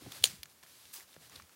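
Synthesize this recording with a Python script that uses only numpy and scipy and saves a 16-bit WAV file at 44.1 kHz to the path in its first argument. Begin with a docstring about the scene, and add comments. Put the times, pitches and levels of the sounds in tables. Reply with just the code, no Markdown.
"""Snapping a branch in the snow

A dry branch is snapped by hand in a snowy clearing: fibres tear, the wood gives way with one sharp,
ringing break, splinters spray and a short echo comes off the trees. Twigs tick and knock as it is
gripped, while a jacket swishes, gloves and boots bump, snow crunches and the air rumbles faintly."""
import sys
import numpy as np
from scipy import signal
from scipy.fft import rfft, irfft
from scipy.io import wavfile

SR = 44100
rng = np.random.default_rng(int(sys.argv[2]) if len(sys.argv) > 2 else 0)


def log_audio(samples):
    """Write samples as a 16-bit WAV file to the path given in sys.argv[1]."""
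    # one column per channel
    frames = np.atleast_2d(samples).T
    # limit to full scale, then quantise
    limited = np.clip(frames, -1, 1)
    pcm = np.round(limited * 32767).astype(np.int16)
    wavfile.write(sys.argv[1], SR, pcm)


N = 68355


def undb(db):
    """Decibels to gain."""
    return 10 ** (np.asarray(db) / 20)


def unit(x):
    """Scale to an rms of 1."""
    return x / np.sqrt(np.mean(x ** 2) + 1e-20)


def since(start):
    """Seconds since a moment, for every sample."""
    return (np.arange(N) - np.round(start * SR)) / SR


def cut(x, hz, kind, order=2):
    """Smooth low-pass or high-pass."""
    return signal.sosfilt(signal.butter(order, min(hz, .45 * SR), kind, fs=SR, output="sos"), x)


def colour(x, curve):
    """Shape a sound with an EQ curve of (Hz, dB) points; rms 1."""
    hz, db = np.array(curve, float).T
    bin_hz = np.maximum(np.arange(N + 1) * SR / (2 * N), 1)
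    gain = undb(np.interp(np.log(bin_hz), np.log(hz), db))
    return unit(irfft(rfft(x, 2 * N) * gain)[:N])


def grains(per_s, spread_db):
    """Random tiny clicks of uneven size; rms 1."""
    hits = rng.random(N) < per_s / SR
    size = undb(spread_db * np.clip(rng.standard_normal(N), -2, 2))
    return unit(hits * rng.choice([-1, 1], N) * size)


def ring(start, hz, t60):
    """One struck mode, dying by 60 dB in t60 seconds."""
    t = np.maximum(since(start), 0)
    return np.sin(2 * np.pi * hz * t) * np.exp(-np.log(1000) * t / t60)


def envelope(start, length, db, attack, release):
    """A linear rise, held until `length` seconds after the start, then an exponential tail."""
    t = since(start)
    return undb(db) * np.clip(t / attack, 0, 1) * np.exp(-np.maximum(t - length, 0) / release)


def rustle(texture, curve, bursts):
    """Bursts of one grainy material, each with its own envelope and brightness."""
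    out = np.zeros(N)
    for *shape, tilt in bursts:
        tilted = [(hz, db + tilt * np.log2(hz)) for hz, db in curve]
        out += colour(texture, tilted) * envelope(*shape)
    return out


# The rumble's swells and dips. Each row: time in seconds, level in dB.
RUMBLE_LEVELS = [(0, -66.5), (0.041, -56), (.08, -46.5), (.13, -67), (.23, -61), (.30, -60), (.39, -69.5),
                 (.46, -72.5), (.6, -77.5), (1.13, -78.5), (1.2, -71.5), (1.32, -71.5), (1.38, -71),
                 (1.44, -68), (1.49, -86)]
# The rumble's dark tone. Each row: frequency in Hz, relative level in dB.
RUMBLE_EQ = [(25, -17), (45, -28), (72, -5), (130, -4), (250, -13), (600, -24), (1500, -49.5), (5000, -77)]
# The hiss of still forest air. Each row: frequency in Hz, relative level in dB.
HISS_EQ = [(25, -19.5), (70, -4), (250, -1.5), (600, -2.5), (1100, -2.5), (2000, -4), (5000, -5.5),
           (15500, -7.5)]


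def air():
    """Forest air: a faint steady hiss over an uneven low rumble."""
    swell = undb(np.interp(since(0), *np.array(RUMBLE_LEVELS).T))
    rumble = swell * colour(rng.standard_normal(N), RUMBLE_EQ)
    hiss = undb(-63.5) * colour(rng.standard_normal(N), HISS_EQ)
    return rumble + hiss


# The tone of the cloth. Each row: frequency in Hz, relative level in dB.
CLOTH_EQ = [(100, -9), (300, 4.5), (700, 1.5), (1300, 4), (2400, 3.5), (4300, 6), (7000, 0), (11000, 1),
            (15500, -6.5)]
# Sleeve swishes. Each row: start and length in seconds, level in dB, attack and release in seconds,
# brightness in dB per octave.
SLEEVE_SWISHES = [(-.02, 0.13, -56.5, 0.034, 0.025, -.5), (0.103, 0.064, -49, 0.057, 0.055, 0.5),
                  (0.483, 0.042, -66.5, 0.022, .02, 2.5), (0.66, 0.259, -60, 0.012, 0.021, 1.9),
                  (1.069, 0.077, -63, 0.014, 0.049, 1), (1.194, 0.082, -59.5, 0.026, 0.0094, 0),
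                  (1.285, 0.093, -56.5, 0.043, 0.042, -0.9), (1.506, 0.021, -63, .02, 0.019, -.5)]


def jacket():
    """Cloth slides over cloth in a fine, dense grain."""
    return rustle(grains(per_s=20000, spread_db=3), CLOTH_EQ, SLEEVE_SWISHES)


# Twig ticks and knocks, plus a few sharp splinter cracks just after the break (near 0.265, 0.273 and 0.299 s).
# Each row: start in seconds, ring level in dB, pitch in Hz, t60 in seconds, # crack level in dB, crack low-pass
# in Hz.
TWIG_TICKS = [(0.019, -49, 1400, 0.0045, -49, 7000), (0.121, -34, 3650, 0.0057, -31, 13000),
              (.1695, -42.5, 4600, .008, -53, 12000), (0.2254, -43, 3440, 0.007, -30.5, 10200),
              (0.2547, -22, 6960, 0.0045, -25, 11000), (0.2579, -21, 4440, 0.0024, -19, 10900),
              (0.2648, -35, 4060, 0.0039, -34, 10000), (.2727, -28, 6170, 0.0043, -35, 15000),
              (0.2988, -38, 5040, .003, -39, 13900), (0.432, -25, 2940, 0.0015, -24.5, 15300),
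              (0.457, -37, 1608, 0.0028, -35.5, 8140), (.4995, -52, 4970, 0.0037, -51, 12000),
              (0.6287, -48, 1700, 0.0077, -41, 9970), (.632, -48, 910, 0.015, -45, 7000),
              (.638, -48.5, 1300, 0.0046, -52, 4900), (.6635, -47, 1780, 0.0043, -44, 5000),
              (0.8543, -45, 3530, 0.0027, -42, 10000), (0.94, -42, 1750, 0.0067, -35, 14000),
              (.964, -41, 4830, .003, -39, 14000), (.970, -38.5, 4870, .004, -44, 12000),
              (0.9777, -49, 4530, 0.0026, -41, 12000), (.986, -56, 4750, .004, -43, 10000),
              (.999, -50, 1980, .003, -41, 14000), (1.006, -42.5, 1930, .007, -51, 6000),
              (1.011, -43, 13000, .0012, -50, 15000), (1.130, -50.5, 3730, 0.013, -51, 9000),
              (1.1419, -50, 2770, 0.0031, -40, 8000), (1.164, -39, 1480, 0.0039, -40, 3500),
              (1.297, -48.5, 1080, 0.016, -39.5, 14900), (1.3573, -38.5, 3800, 0.0055, -36, 10000),
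              (1.3604, -36.5, 3570, 0.0047, -30, 9000), (1.3989, -33.5, 1200, 0.0062, -33, 4000),
              (1.422, -40, 2250, 0.0026, -39.5, 7000), (1.4945, -48, 1364, 0.0081, -45, 7040)]


def twigs():
    """Each twig tick, and each splinter crack after the break, gives a sharp crack and a brief ring, scattered
    by the brush close by."""
    ticks = np.zeros(N)
    grit = rng.choice([-1., 1.], N)
    for start, ring_db, hz, t60, crack_db, top_hz in TWIG_TICKS:
        crack = grit * envelope(start, length=0, db=crack_db, attack=1 / SR, release=0.00028)
        ticks += undb(ring_db) * ring(start, hz, t60) + cut(crack, top_hz, "low")
    ticks = cut(ticks, 1330, "high", order=3)  # twigs radiate little bass
    brush = grains(per_s=10000, spread_db=0.5)
    brush *= envelope(start=0.00036, length=0.0018, db=0, attack=0.0006, release=0.0027)
    scattered = signal.fftconvolve(ticks, unit(brush) / np.sqrt(N))[:N]  # response of unit energy
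    return ticks + undb(-3.5) * scattered


# Dull handling thuds. Each row: start in seconds, level in dB, pitch in Hz, t60 in seconds.
THUDS = [(0.022, -44.5, 301, 0.033), (.064, -40, 690, 0.0095), (0.069, -46, 310, .05),
         (.080, -57, 172, 0.044), (0.209, -50.5, 90, 0.27), (0.336, -47, 184, 0.049),
         (0.384, -49.5, 75, 0.1), (0.846, -64, 84, 0.14), (.985, -59, 368, 0.079),
         (1.1654, -39.5, 523, 0.0079), (1.175, -55, 158, 0.1), (1.341, -59, 246, 0.085),
         (1.365, -53.5, 79.6, 0.089), (1.415, -58.5, 84, 0.18)]


def gloves_and_boots():
    """Each soft bump of a glove or boot sounds one damped mode."""
    return sum(undb(db) * ring(start, hz, t60) for start, db, hz, t60 in THUDS)


# The tone of the snow. Each row: frequency in Hz, relative level in dB.
SNOW_EQ = [(100, -12), (400, -9.5), (1100, 1.5), (2000, -2.5), (3000, -1), (4800, 1.5), (9000, 0),
           (15500, -1)]
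# Snow crunches. Each row: start and length in seconds, level in dB, attack and release in seconds,
# brightness in dB per octave.
SNOW_CRUNCHES = [(0.117, 0.0075, -45, 0.0025, 0.0066, -1), (0.628, 0.0077, -53, 0.0025, 0.013, -2.2),
                 (0.924, 0.02, -43.5, 0.014, 0.013, 2.5), (0.946, 0.041, -50.5, 0.013, 0.0092, 0.1),
                 (0.977, 0.052, -57, 0.011, 0.019, -1)]


def snow():
    """Crystals crush in short, gritty bursts."""
    return rustle(grains(per_s=8000, spread_db=9), SNOW_EQ, SNOW_CRUNCHES)


BREAK_S = 0.2405
# The ring of the breaking wood. Each row: pitch in Hz, level in dB, t60 in seconds.
WOOD_MODES = [(556, -25.5, 0.014), (865, -41.5, .007), (1870, -36.5, .012), (3146, -4.5, 0.0068),
              (3400, -22, 0.006), (4120, -19.5, .0035), (7000, -12.5, 0.0022), (8600, -15, 0.0082),
              (11080, -22, 0.0014)]
# The bright rasp of tearing fibres. 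Each row: frequency in Hz, relative level in dB.
FIBRE_EQ = [(150, -30), (500, -9), (1100, -16), (2300, -9.5), (3200, 0), (4400, 3), (5300, -10), (6700, 4),
            (7900, -5), (9000, 2), (11000, -9.5), (15500, -9.5)]


def branch_snap(give_s=0.00019, tear_rise_s=0.0015, tear_fall_s=0.0022):
    """Fibres tear, the wood gives way and rings, and splinters crackle after it."""
    t = since(BREAK_S)
    give = 1 - np.exp(-np.maximum(t, 0) / give_s)
    wood = give * sum(undb(db) * ring(BREAK_S, hz, t60) for hz, db, t60 in WOOD_MODES)
    tear_peak = undb(-14) * np.exp(np.minimum(t / tear_rise_s, -t / tear_fall_s))
    tear = tear_peak * colour(grains(per_s=16000, spread_db=4.5), FIBRE_EQ)
    spray = envelope(BREAK_S, length=0.016, db=-30.5, attack=0.0042, release=0.0065)
    splinters = spray * colour(grains(per_s=3500, spread_db=3), FIBRE_EQ)
    return cut(wood + tear + splinters, 380, "high", order=3)  # thin wood radiates little bass


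# The tone of the echo off the trees. Each row: frequency in Hz, relative level in dB.
ECHO_EQ = [(100, -3), (600, -6.5), (1200, -6), (1900, 0.5), (3100, 1.5), (4800, 2), (6500, -1), (8800, -1),
           (12000, -4), (15500, -7.5)]


def tree_echo(onset_s=0.03, t60=0.36):
    """A short, grainy wash follows the break, as its echo from many trunks."""
    wash = colour(grains(per_s=7000, spread_db=4), ECHO_EQ)
    return wash * envelope(BREAK_S, length=onset_s, db=-42.5, attack=onset_s, release=t60 / np.log(1000))


def scene():
    """Wood, its echo, handling and air, heard in mono from a few metres away."""
    wood = branch_snap() + twigs()
    return (wood + tree_echo() + gloves_and_boots() + jacket() + snow() + air())[None]


def record(dry, low_hz=55.4, top_hz=15900):
    """Roll off the deep bass and cut the very top steeply."""
    top_cut = signal.ellip(10, .2, 75, top_hz, fs=SR, output="sos")
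    return signal.sosfilt(top_cut, cut(dry, low_hz, "high", order=5))


dry = scene()
out = record(dry)
log_audio(out)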